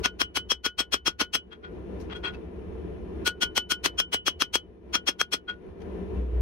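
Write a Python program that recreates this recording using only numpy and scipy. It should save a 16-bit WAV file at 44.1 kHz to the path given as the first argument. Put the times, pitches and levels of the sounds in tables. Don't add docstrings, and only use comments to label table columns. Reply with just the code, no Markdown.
import sys
import numpy as np
from scipy import signal
from scipy.fft import rfft, irfft, next_fast_len
from scipy.io import wavfile
from scipy.ndimage import uniform_filter1d, minimum_filter1d, map_coordinates

SR = 44100
rng = np.random.default_rng(int(sys.argv[2]) if len(sys.argv) > 2 else 0)


def generate_wav(signal):
    frames = np.transpose(np.atleast_2d(signal))
    scaled = np.clip(frames, -1, 1) * 32767
    pcm = np.round(scaled).astype(np.int16)
    wavfile.write(sys.argv[1], SR, pcm)


N = 282681
TIME = np.arange(N) / SR
LEAD = SR // 20
AGE = (np.arange(SR // 3) - LEAD) / SR

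# pitch_hz [Hz], pan_db [dB left over right]
FORGE_PAN = [(60, 0), (110, 0.5), (200, 1.5), (380, 3), (700, 2.5), (1290, 7), (2380, 2), (4400, 17),
             (8120, 3.5), (15000, -4.5)]
# pitch_hz [Hz], pan_db [dB left over right]
BLOW_PAN = [(200, 2.5), (700, 4), (2400, 4.5), (4400, 6), (6300, 7.5), (7600, 0), (12000, 0.5),
            (15000, 3.5)]
# pitch_hz [Hz], level_db [dB], t60_s [s], pan_db [dB left over right], bloom_db [dB]
NOTES = [(1454, -3, .135, 2.5, 4), (3004, 12.5, .135, .7, 14)]


def amp(db):
    return 10 ** (np.asarray(db) / 20)


def unit(x):
    return x / np.sqrt(np.mean(x ** 2) + 1e-20)


def along(points, hz):
    point_hz, value = np.transpose(points)
    return np.interp(np.log(hz + 1), np.log(point_hz + 1), value)


def curves(rows):
    s, *columns = np.transpose(rows)
    return [np.interp(TIME, s, column) for column in columns]


def pan(db):
    gains = amp(np.array([db, -db]).reshape(2, -1) / 2)
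    return gains / np.sqrt(np.mean(gains ** 2, axis=0))


def wobble(rate, size):
    at = np.arange(size) * rate / SR
    knots = rng.standard_normal((2, 512))
    return np.array([map_coordinates(ear, [at], mode="wrap") for ear in knots])


def noise(spectrum, balance, size):
    # pitch_hz [Hz], likeness [0-1]
    alike = [(60, .92), (130, 0.57), (290, 0.65), (640, 0.22), (1400, 0.0083)]
    m = next_fast_len(size)
    hz = np.fft.rfftfreq(m, 1 / SR)
    turn = np.arccos(np.clip(along(alike, hz), -1, 1)) / 2
    mid, side = rfft(rng.standard_normal((2, m))) * [np.cos(turn), np.sin(turn)]
    ears = np.array([mid + side, mid - side])
    shaped = ears * amp(along(spectrum, hz)) * pan(along(balance, hz))
    return unit(irfft(shaped, m)[:, :size])


def resonance(hz, width):
    peak = [(max(hz - 4 * width, 1), -80), (hz - width, -12), (hz, 0), (hz + width, -12), (hz + 4 * width, -80)]
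    return noise(peak, FORGE_PAN, N)


def workshop(x, wet=0.96, t60=0.17):
    t = np.arange(SR // 4) / SR
    tail = rng.standard_normal((2, len(t))) * amp(-60 * t / t60)
    tail /= np.linalg.norm(tail, axis=1, keepdims=True)
    highpass = signal.butter(2, 600, "highpass", fs=SR, output="sos")
    above = signal.sosfilt(highpass, x)
    return unit(x + wet * signal.fftconvolve(above, tail, axes=1)[:, :N])


def forge():
    # start_s [s], level_db [dB over usual]
    fire = [(0, 4.5), (.5, 0.5), (1.9, 1), (2.4, -1.5), (3.2, 0.5), (4.2, 3.5), (5.5, 2.5), (6.41, 1.5)]
    # [dB per Hz, relative]
    roar_spectrum = [(76, -50.5), (130, -17.5), (176, -12), (274, -11.5), (376, 0), (500, -11),
                     (553, -22.5), (686, -15.5), (758, -23.5), (967, -24), (1620, -34), (1870, -34.5),
                     (2190, -38.5), (2460, -34.5), (4000, -50.5), (5200, -89.5), (8800, -120)]
    # [dB per Hz, relative]
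    hiss_spectrum = [(1500, -0.5), (3000, 4.5), (4300, 7), (5000, 3.5), (6300, 5.5), (7300, -13.5),
                     (8600, -9.5), (9600, 3.5), (11400, -4), (12500, -16), (15500, -26.5)]
    # pitch_hz [Hz], width_hz [Hz], level_db [dB over the broad roar]
    flue = [(242.5, 28, -12.5), (357, 90, -5.5), (437.4, 21, -10), (581, 26, -20), (720, 20, -25)]
    roar_db, hiss_db = -40, -73
    drone_db = -6

    fire_db, = curves(fire)
    roar = noise(roar_spectrum, FORGE_PAN, N)
    roar = roar + sum(amp(db) * resonance(hz, width) for hz, width, db in flue)
    roar = workshop(roar) + amp(drone_db) * resonance(hz=185.1, width=30)
    hiss = workshop(noise(hiss_spectrum, FORGE_PAN, N))
    return amp(fire_db) * (amp(roar_db) * roar + amp(hiss_db) * hiss)


def hum(hz=60.28, purity=.93):
    # start_s [s], level_db [dB]
    draught = [(0, -35.5), (.35, -36), (1.25, -35), (1.55, -44.5), (1.9, -40.5), (2.45, -44), (2.7, -40.5),
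               (3.4, -40.5), (4.3, -36), (5.55, -42.5), (6.0, -41), (6.37, -23.5)]
    # [dB per Hz, relative]
    rumble_spectrum = [(13, -46), (22, -17), (48, -6), (65, 5), (83, -1), (118, -12), (129, -30),
                       (140, -20.5), (180, -58), (310, -120)]
    from_db, full_db = -36.5, -29

    draught_db, = curves(draught)
    gathered = np.clip((draught_db - from_db) / (full_db - from_db), 0, 1)
    share = np.clip(purity, 0, 1) * gathered
    tone = np.sqrt(2) * np.sin(2 * np.pi * hz * TIME + 0.34 * wobble(6.6, N)[0])
    rumble = noise(rumble_spectrum, FORGE_PAN, N)
    power = np.abs(uniform_filter1d(np.mean(rumble ** 2, axis=0), SR // 6))
    rumble /= np.sqrt(power)
    return amp(draught_db) * (np.sqrt(share) * tone + np.sqrt(1 - share) * rumble)


def add(track, s, stroke):
    start = max(round(s * SR) - LEAD, 0)
    part = track[:, start:start + len(AGE)]
    part += stroke[:, :part.shape[1]]


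def swell(rise, t60, curve=2.8):
    climb_db = -20 * (np.maximum(-AGE, 0) / rise) ** curve
    decay_db = -60 * np.maximum(AGE, 0) / t60
    return amp(climb_db + decay_db)


def tilt(spectrum, bright_db):
    share = [(2500, 0.032), (9000, 0.62)]
    return [(hz, db + bright_db * along(share, hz)) for hz, db in spectrum]


def clash(spectrum, split_hz=5000):
    dense = noise(spectrum, BLOW_PAN, len(AGE))
    lowpass = signal.butter(2, split_hz, fs=SR, output="sos")
    body = signal.sosfiltfilt(lowpass, dense)
    treble = dense - body
    return body * swell(rise=0.023, t60=0.077, curve=2.7) + treble * swell(rise=0.023, t60=0.061, curve=2.6)


def click(spectrum, size=1024):
    hz = np.fft.rfftfreq(size, 1 / SR)
    cepstrum = irfft(np.log(amp(along(spectrum, hz))))
    cepstrum[1:size // 2] *= 2
    cepstrum[size // 2 + 1:] = 0
    pulse = irfft(np.exp(rfft(cepstrum)))
    return pulse / np.linalg.norm(pulse)


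def crack(spectrum):
    scale = noise([(100, 0.0088), (15000, 0.0057)], BLOW_PAN, len(AGE))
    force = scale * (AGE >= 0) * amp(-60 * np.abs(AGE) / .014)
    force[:, LEAD] += 2.7 * pan(6.8)[:, 0]
    return signal.fftconvolve(force, click(spectrum)[None], axes=1)[:, :len(AGE)]


def thud(low_hz=250, high_hz=460):
    block = signal.butter(2, [low_hz, high_hz], "bandpass", fs=SR, output="sos")
    push = signal.sosfilt(block, np.exp(-((AGE - .0008) / 0.00045) ** 2))
    return pan(1.2) * push / np.abs(push).max()


def low_tail():
    # [dB per Hz, relative]
    tail_spectrum = [(90, -13.5), (200, -0.5), (380, 0.5), (600, -5.5), (1200, -32.5)]
    level_db = -13
    return amp(level_db) * noise(tail_spectrum, BLOW_PAN, len(AGE)) * swell(rise=0.0038, t60=0.092)


def mode(hz, t60, pan_db, rise, blur):
    phase = rng.uniform(0, 2 * np.pi, (2, 1)) + blur * wobble(97, len(AGE))
    return np.sqrt(2) * pan(pan_db) * swell(rise, t60) * np.sin(2 * np.pi * hz * AGE + phase)


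def short_ring(clang_db, ping_db, shimmer_db):
    # pitch_hz [Hz], level_db [dB within its register], t60_s [s], pan_db [dB left over right]
    steel = [(1290, -17, .07, 5), (2484, -15, .07, 6), (2762, -16, .07, 4), (3252, -1, .08, 8),
             (3305, -7, .07, 7), (3390, -10, .06, 7), (4089, -16, .06, 4), (5329, -2, .063, 8),
             (6092, -7, .063, 6), (7357, -17, .07, -2), (8060, -1, .06, 3), (8240, -10, .05, 0),
             (8840, -9, .05, -1)]
    registers = [4400, 5000, 6400, 7300]
    register_db = list(zip(registers, [clang_db, ping_db, ping_db, shimmer_db]))
    scatter_db = 1.5 * rng.standard_normal(len(steel))
    ring = 0
    for (hz, db, t60, side_db), chance_db in zip(steel, scatter_db):
        level = amp(db + along(register_db, hz) + chance_db)
        ring = ring + level * mode(hz, t60, side_db, rise=0.02, blur=1.0)
    return ring


def note(hz, db, t60, side_db, bloom_db):
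    bloom_s = 0.055
    bloom = -bloom_db * np.exp(-np.maximum(AGE, 0) / bloom_s)
    return amp(db + bloom + wobble(20, len(AGE))) * mode(hz, t60, side_db, rise=.022, blur=.15)


def hammer():
    # start_s [s], force_db [dB], bright_db [dB before the tilt],
    # crack_db [dB], ring_db [dB, short ring], low_note_db [dB], high_note_db [dB]
    blows = [(0.058, 1.5, -12.5, 7.5, -5.5, 3.5, -6.5), (0.2164, -1, -3, 6.5, -1.5, 6.5, 0),
             (0.3716, -1.0, 0.5, 2, -4.5, -0.5, 1), (0.518, 2, -0.5, 2.5, 5.5, -5.5, -4.5),
             (0.6627, 3.5, -4, 0.5, 1, 6.5, -5.5), (0.803, 3, -4, -8.5, -1.5, -0.5, -10.5),
             (0.9418, 1.5, -1.5, 2.0, -0.5, 2.5, -9), (1.0789, 3.5, -6, -1, 2.5, 2, -20.5),
             (1.215, 5.5, -8, -3, -5, 1.5, -10.5), (1.353, 0, 3.5, 3.5, 3, -2.5, -1.5),
             (3.2765, -4, 3.5, -1, -8, 10, -8.5), (3.432, -5, -2, -1.5, -1, 10, 1),
             (3.5782, -1.5, 2.5, 7, -1, 3.5, 4), (3.7195, -2, 7.5, 2, 1.5, 7, 1),
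             (3.8597, 1.5, 1, 3.0, -7, -0.5, -7.5), (4.001, -2.0, 3, 8, 6.5, 5.5, 7.5),
             (4.144, 1.5, -1.0, 4, -4, 5.5, 6), (4.2806, 0.5, -1, 5, 2.0, -6.5, -1.5),
             (4.4211, 0.5, -2.5, 7.5, 1.5, 0.5, -5), (4.555, 2, 5, 7, 2, -4, -4),
             (4.9543, -2.5, -7.5, 2.5, 3.5, 5, -5), (5.089, 3, -2.5, -2.5, 1.5, -1, -16),
             (5.2138, -2, -1.5, 11.5, 3.5, 6.5, -11), (5.3405, 1.0, 4, -10, 0.5, 3.5, -15)]
    # [dB per Hz, relative]
    clash_spectrum = [(100, -23), (300, -6.5), (700, -7), (1100, -1), (1900, -3), (2650, 1.5), (3750, -4),
                      (4300, 1.5), (5000, -6.5), (6500, -4.5), (7600, -21), (8500, -12.5), (12000, -14.5),
                      (15000, -22)]
    # [dB per Hz, relative]
    crack_spectrum = [(100, -20.5), (300, -3), (700, -2), (1200, 5), (2500, 0), (4500, -3), (6400, -4),
                      (7600, -16), (8600, -15), (12000, -13), (15000, -22.5)]
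    usual_db = -12
    crack_over_db, thud_over_db, ring_over_db, note_over_db = 6.5, -0.5, 0.87, -4.5
    ping_over_db, shimmer_db = -2.5, -13
    thud_grows, ping_grows = 0.34, .3
    shimmer_grows = .5

    out = np.zeros((2, N))
    for s, force_db, bright_db, crack_db, ring_db, *note_db in blows:
        stroke = clash(tilt(clash_spectrum, bright_db - 1.7))
        stroke += amp(crack_over_db + crack_db) * crack(tilt(crack_spectrum, bright_db - 3.5))
        stroke += amp(thud_over_db + thud_grows * force_db) * (thud() + low_tail())
        ping_db = ring_db + ping_over_db + ping_grows * force_db
        stroke += amp(ring_over_db) * short_ring(ring_db, ping_db, shimmer_db + shimmer_grows * bright_db)
        stroke += sum(amp(note_over_db + db) * note(*row) for db, row in zip(note_db, NOTES))
        add(out, s, amp(usual_db + force_db) * stroke)
    return out


def taps():
    # [dB, low note over the level]
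    contacts = [(1.532, -36, .05, 2, 6), (1.651, -41.5, 0, -3, 16), (2.018, -53, 0.63, -16, -13),
                (2.115, -46.5, 0.013, -7, 3), (2.132, -43.5, 0, -1.5, -4), (2.165, -47, 0.16, 5.5, 7),
                (2.256, -33.5, 0.045, 2, 2), (2.282, -40.5, 0.03, 7, 10), (2.349, -50, 0.12, -15, -2),
                (5.499, -29, .07, 8.5, 18), (5.819, -55, 0.27, -16, -12)]
    # [dB per Hz, relative]
    tap_spectrum = [(300, 5.5), (1200, 19), (2700, 15), (4500, 4), (6500, -10), (7600, -32), (9000, -31.5),
                    (15000, -32)]
    # [dB per Hz, relative]
    scrape_spectrum = [(1500, -12), (3500, -2), (6000, 4), (7600, -12), (9500, -5.5), (15000, -19)]

    out = np.zeros((2, N))
    for s, level_db, glancing, ring_db, note_db in contacts:
        glance = np.clip(glancing, 0, 1)
        square = noise(tap_spectrum, BLOW_PAN, len(AGE))
        scrape = noise(scrape_spectrum, BLOW_PAN, len(AGE))
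        contact = (1 - glance) * square + glance * scrape
        grit = unit(amp(3.5 * wobble(400, len(AGE))))
        tick = 1 + 1.5 * (AGE >= 0) * np.exp(-np.abs(AGE) / .001)
        stroke = contact * grit * tick * swell(rise=0.026, t60=0.12)
        stroke += amp(ring_db) * short_ring(0, ping_db=-29.0, shimmer_db=-31.5)
        stroke += amp(note_db) * note(*NOTES[0])
        add(out, s, amp(level_db) * stroke)
    return out


def tongs():
    # start_s [s], level_db [dB]
    clinks = [(2.262, -35), (2.348, -47.5)]
    # pitch_hz [Hz], level_db [dB over the knock], t60_s [s]
    tong_modes = [(2610, 3.5, 0.045), (4540, -10, 0.033), (6200, -24, 0.031)]
    out = np.zeros((2, N))
    for s, db in clinks:
        clink = sum(amp(db + level_db) * mode(hz, t60, 2.6, rise=0.0023, blur=0.2)
                    for hz, level_db, t60 in tong_modes)
        add(out, s, clink)
    return out


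def scene():
    flutter_db = 1.53 * wobble(12, N)[0]
    return hammer() + taps() + tongs() + amp(flutter_db) * (forge() + hum())


def gain_control(x):
    sense_s, ahead_s, hold_s, release_s = 0.022, 0.012, .25, .11
    ceiling_db, squeeze = -21.5, 0.94
    sense, ahead, hold = (max(round(s * SR), 2) for s in (sense_s, ahead_s, hold_s))

    highpass = signal.butter(2, 180, "highpass", fs=SR, output="sos")
    heard = signal.sosfilt(highpass, x)
    power = np.abs(uniform_filter1d(np.mean(heard ** 2, axis=0), sense))
    level_db = 10 * np.log10(power + 1e-12)
    size = ahead + hold
    under_db = np.minimum(ceiling_db - level_db, -1e-6)
    over_db = -minimum_filter1d(under_db, size, origin=hold - size // 2, mode="nearest")
    over_db = np.exp(np.maximum.accumulate(np.log(over_db) + TIME / release_s) - TIME / release_s)
    return x * amp(-np.clip(squeeze, 0, 1) * uniform_filter1d(over_db, ahead))


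def record(dry):
    top_hz = 15850
    m = next_fast_len(N + SR // 2)
    edge = np.clip((top_hz - np.fft.rfftfreq(m, 1 / SR)) / 200 + .5, 0, 1)
    return irfft(rfft(gain_control(dry), m) * edge, m)[:, :N]


dry = scene()
out = record(dry)
generate_wav(out)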